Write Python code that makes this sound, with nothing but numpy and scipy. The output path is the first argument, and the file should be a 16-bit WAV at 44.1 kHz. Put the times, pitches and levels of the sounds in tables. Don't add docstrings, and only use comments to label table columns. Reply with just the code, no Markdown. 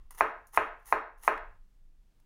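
import sys
import numpy as np
from scipy import signal
from scipy.fft import rfft, irfft
from scipy.io import wavfile
from scipy.ndimage import uniform_filter1d

SR = 44100
rng = np.random.default_rng(int(sys.argv[2]) if len(sys.argv) > 2 else 0)


def gain_from_db(level_db):
    decades = np.asarray(level_db, float) / 20
    return 10 ** decades


def put_to_file(sound):
    columns = np.atleast_2d(sound).T
    safe = np.clip(columns, -1, 1)
    whole_steps = np.round(safe * 32767)
    wavfile.write(sys.argv[1], SR, whole_steps.astype(np.int16))


N = 99225


def unit(x):
    return x / np.sqrt(np.mean(x ** 2))


def fall(t, t60):
    return (t >= 0) * np.exp(-np.log(1000) * np.maximum(t, 0) / t60)


def band(x, hz, width):
    return signal.lfilter(*signal.iirpeak(hz, hz / width, fs=SR), x)


def bands(x, table):
    return unit(sum(gain_from_db(db) * band(band(x, hz, w), hz, w) for hz, w, db in table))


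def place(out_t, x, at):
    return np.interp(out_t - at, np.arange(len(x)) / SR, x, left=0, right=0)


def walk(rate):
    hold = int(SR / rate)
    steps = np.repeat(rng.standard_normal(N // hold + 1), hold)
    return uniform_filter1d(uniform_filter1d(steps, hold), hold)[:N]


# pitch_hz [Hz], level_db [dB], t60_s [s]
BOARD_MODES = [(453, -26.5, 0.056), (629, -27, .12), (692.1, -21.5, 0.12), (953, -14.5, 0.012),
               (1014.4, 0, 0.0036), (1269, -31.5, 0.3), (1053, -29, 0.21), (1262, -22, 0.012),
               (1500, -.5, 0.0036), (1580, -23, 0.044), (2050, -9, 0.0032), (2503, -17.5, 0.022)]


def board_knock(u, contact_ms, tilt):
    scatter_db, low_hz, top_hz = 1.1, 330, 4320
    push = np.exp(-(4 * (u[:64] * 1000 / contact_ms - 1 / 2)) ** 2)
    ring = 0
    for (hz, db, t60), e in zip(BOARD_MODES, tilt):
        ring = ring + gain_from_db(db + scatter_db * e) * fall(u, t60) * np.cos(2 * np.pi * hz * u)
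    knock = np.convolve(push, ring)[:len(u)]
    knock = signal.sosfilt(signal.cheby2(4, 33, top_hz, fs=SR, output="sos"), knock)
    knock = signal.sosfilt(signal.butter(3, low_hz, "high", fs=SR, output="sos"), knock)
    return knock / knock.max()


# delay_ms [ms], gain [signed ratio]
EARLY_ECHOES = [(0, 1), (.62, -.75), (.93, .8), (2.05, .2), (3.97, .3), (5.7, .36), (6.4, .15), (8.05, .25)]


def early_echoes(t, knock, at):
    return sum(gain * place(t, knock, at + delay_ms / 1000) for delay_ms, gain in EARLY_ECHOES)


# pitch_hz [Hz], level_db [dB]
TABLE_MODES = [(55, 1), (125, -5.5), (280, -0.5)]


def table_thud(t):
    return fall(t, 0.22) * sum(gain_from_db(db) * np.sin(2 * np.pi * hz * t) for hz, db in TABLE_MODES)


# start_s [s], level_db [dB], contact_ms [ms], edge_tick_db [dB], thud_db [dB]
BLOWS_ON_BOARD = [
    (0.2081, -12, 0.52, -49, -48),
    (0.5743, -11.5, 0.44, -47.5, -44.5),
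    (0.9251, -13.5, 0.56, -53, -50.5),
    (1.2779, -12, .5, -48, -54.5),
]


def blows(t):
    u = t[:SR // 8]
    direct, echoed = np.zeros(N), np.zeros(N)
    crack_noise = bands(rng.standard_normal(len(u)), [(3700, 1500, 0)])
    crack = gain_from_db(-43.5) * fall(u, 0.02) * crack_noise
    tilts = rng.standard_normal((len(BLOWS_ON_BOARD), len(BOARD_MODES)))
    for (at, db, contact_ms, tick_db, thud_db), tilt in zip(BLOWS_ON_BOARD, tilts):
        knock = gain_from_db(db) * board_knock(u, contact_ms, tilt) + crack
        tick = gain_from_db(tick_db) * fall(u, 0.0061) * bands(rng.standard_normal(len(u)), CRUNCH_IN_AIR)
        direct += place(t, knock + tick, at)
        echoed += early_echoes(t, knock, at) + place(t, tick, at)
        echoed += gain_from_db(thud_db) * table_thud(t - at)
    return direct, echoed


def bursting_cells():
    cells_per_s, spread_db, surge_db = 14000, 2.5, 1.5
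    bursts = (rng.random(N) < cells_per_s / SR) * rng.standard_normal(N)
    bursts = bursts * gain_from_db(spread_db * rng.exponential(size=N))
    return bursts * gain_from_db(surge_db * walk(160))


# pitch_hz [Hz], width_hz [Hz], level_db [dB]
CRUNCH_IN_AIR = [(6910, 2100, -5), (10230, 3700, 1.5), (13890, 1600, 1), (4650, 1400, -29),
                 (8200, 2500, -10.5), (12100, 2200, -10)]
# pitch_hz [Hz], width_hz [Hz], level_db [dB]
CRUNCH_IN_BOARD = [(1010, 550, 5.5), (1800, 420, 1), (2600, 600, -7), (500, 300, -4.5)]
# start_s [s], level_db [dB], t60_s [s], board_share_db [dB]
EDGE_TOUCHES = [
    (.1075, -53.5, .14, -2.5),
    (.1475, -61, .2, -3.5),
    (0.47, -63.5, 0.17, -27),
    (1.378, -78, 0.015, 36),
    (2.2, -73, 0.025, -7),
    (.001, -91.5, 0.44, 15.5),
]
# start_s [s], end_s [s], swell_s [s], level_db [dB], board_share_db [dB]
ONION_CUTS = [
    (.17, 0.202, 0.014, -49, 1),
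    (.52, 0.568, 0.028, -47.5, -1),
    (.845, 0.924, 0.027, -53, -4.5),
    (1.21, 1.281, .027, -50.5, -2),
    (.785, .85, .01, -80, 3),
    (1.165, 1.222, 0.012, -73.5, -1),
    (1.673, 1.76, .03, -82.5, -16),
]


def onion(t):
    cells = bursting_cells()
    in_air, in_board = bands(cells, CRUNCH_IN_AIR), bands(cells, CRUNCH_IN_BOARD)
    out = np.zeros(N)
    for at, db, t60, share_db in EDGE_TOUCHES:
        click = gain_from_db(5) * fall(t - at, 0.01)
        out += gain_from_db(db) * (fall(t - at, t60) + click) * (in_air + gain_from_db(share_db) * in_board)
    for start, end, swell_s, db, share_db in ONION_CUTS:
        press = np.clip((t - start) / swell_s, 0, 1) ** 1.9
        release = np.where(t < end, 1, fall(t - end, 0.074))
        out += gain_from_db(db) * press * release * (in_air + gain_from_db(share_db) * in_board)
    return out


# pitch_hz [Hz], t60_s [s], level_db [dB]
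ROOM_BANDS = [(200, .4, 1), (502.7, 0.36, 0), (1034, .41, -1.5), (1856.7, 0.43, -5), (4000, 0.4, 0.5),
              (8000, 0.17, -4.5), (14000, 0.17, -10.5)]


def kitchen(x):
    build_s, end_s, room_db = 0.0064, 0.32, -10
    u = np.arange(SR // 2 + SR // 4) / SR
    tail = 0
    for hz, t60, db in ROOM_BANDS:
        octave = unit(band(rng.standard_normal(len(u)), hz, hz * 1.09))
        tail = tail + gain_from_db(db) * octave * np.sqrt(hz / 1000) * fall(u, t60)
    tail = tail * (1 - np.exp(-(u / build_s) ** 2)) / (1 + (u / end_s) ** 6)
    return signal.fftconvolve(x, tail * gain_from_db(room_db) / np.sqrt(SR / 30))[:N]


def gate(x):
    split_hz, threshold_db, window_s = 6000, -78.5, 0.015
    hz = np.arange(N // 2 + 1) * SR / N
    treble = irfft(rfft(x) * (1 - 1 / (1 + (hz / split_hz) ** 8)), N)
    power = np.abs(uniform_filter1d(treble ** 2, int(window_s * SR))) + 1e-18
    return x - treble / (1 + (power / gain_from_db(threshold_db) ** 2) ** 2)


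# pitch_hz [Hz], density_db [dB per Hz]
AIR_SPECTRUM = [(12, -34), (20, 9), (70, -19), (150, -24), (328, -31), (434, -37.5), (660, -39.5),
                (3440, -47), (16000, -54.5)]
# time_s [s], level_db [dB]
RUMBLE_LEVELS = [(0, 17), (.3, 1), (.6, 7), (1, 7.5), (1.3, 3.5), (1.5, 16), (1.75, 2.5), (2.1, 2.5),
                 (2.25, 5)]


def air(t):
    hz = np.arange(N // 2 + 1) * SR / N + 1
    table_hz, table_db = np.array(AIR_SPECTRUM).T
    shape = rfft(rng.standard_normal(N)) * gain_from_db(np.interp(np.log(hz), np.log(table_hz), table_db))
    scale = gain_from_db(-62) / np.std(irfft(shape, N))
    low = 1 / (1 + (hz / 90) ** 4)
    rumble_swell = gain_from_db(np.interp(t, *np.array(RUMBLE_LEVELS).T) - 2 * walk(6))
    hiss_swell = gain_from_db(2.0 * walk(4.4))
    return scale * (rumble_swell * irfft(shape * low, N) + hiss_swell * irfft(shape * (1 - low), N))


def scene():
    t = np.arange(N) / SR
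    direct, echoed = blows(t)
    crunch = onion(t)
    kitchen_tail = kitchen(direct + 0.45 * crunch)
    return (gate(echoed + crunch + kitchen_tail) + air(t))[None]


def roll_off(x):
    return signal.sosfilt(signal.butter(12, 16560, fs=SR, output="sos"), x)


def record(dry):
    low_pass = signal.ellip(8, 0.2, 60, 15900, fs=SR, output="sos")
    mix = signal.sosfilt(low_pass, dry)
    return roll_off(mix)


dry = scene()
out = record(dry)
put_to_file(out)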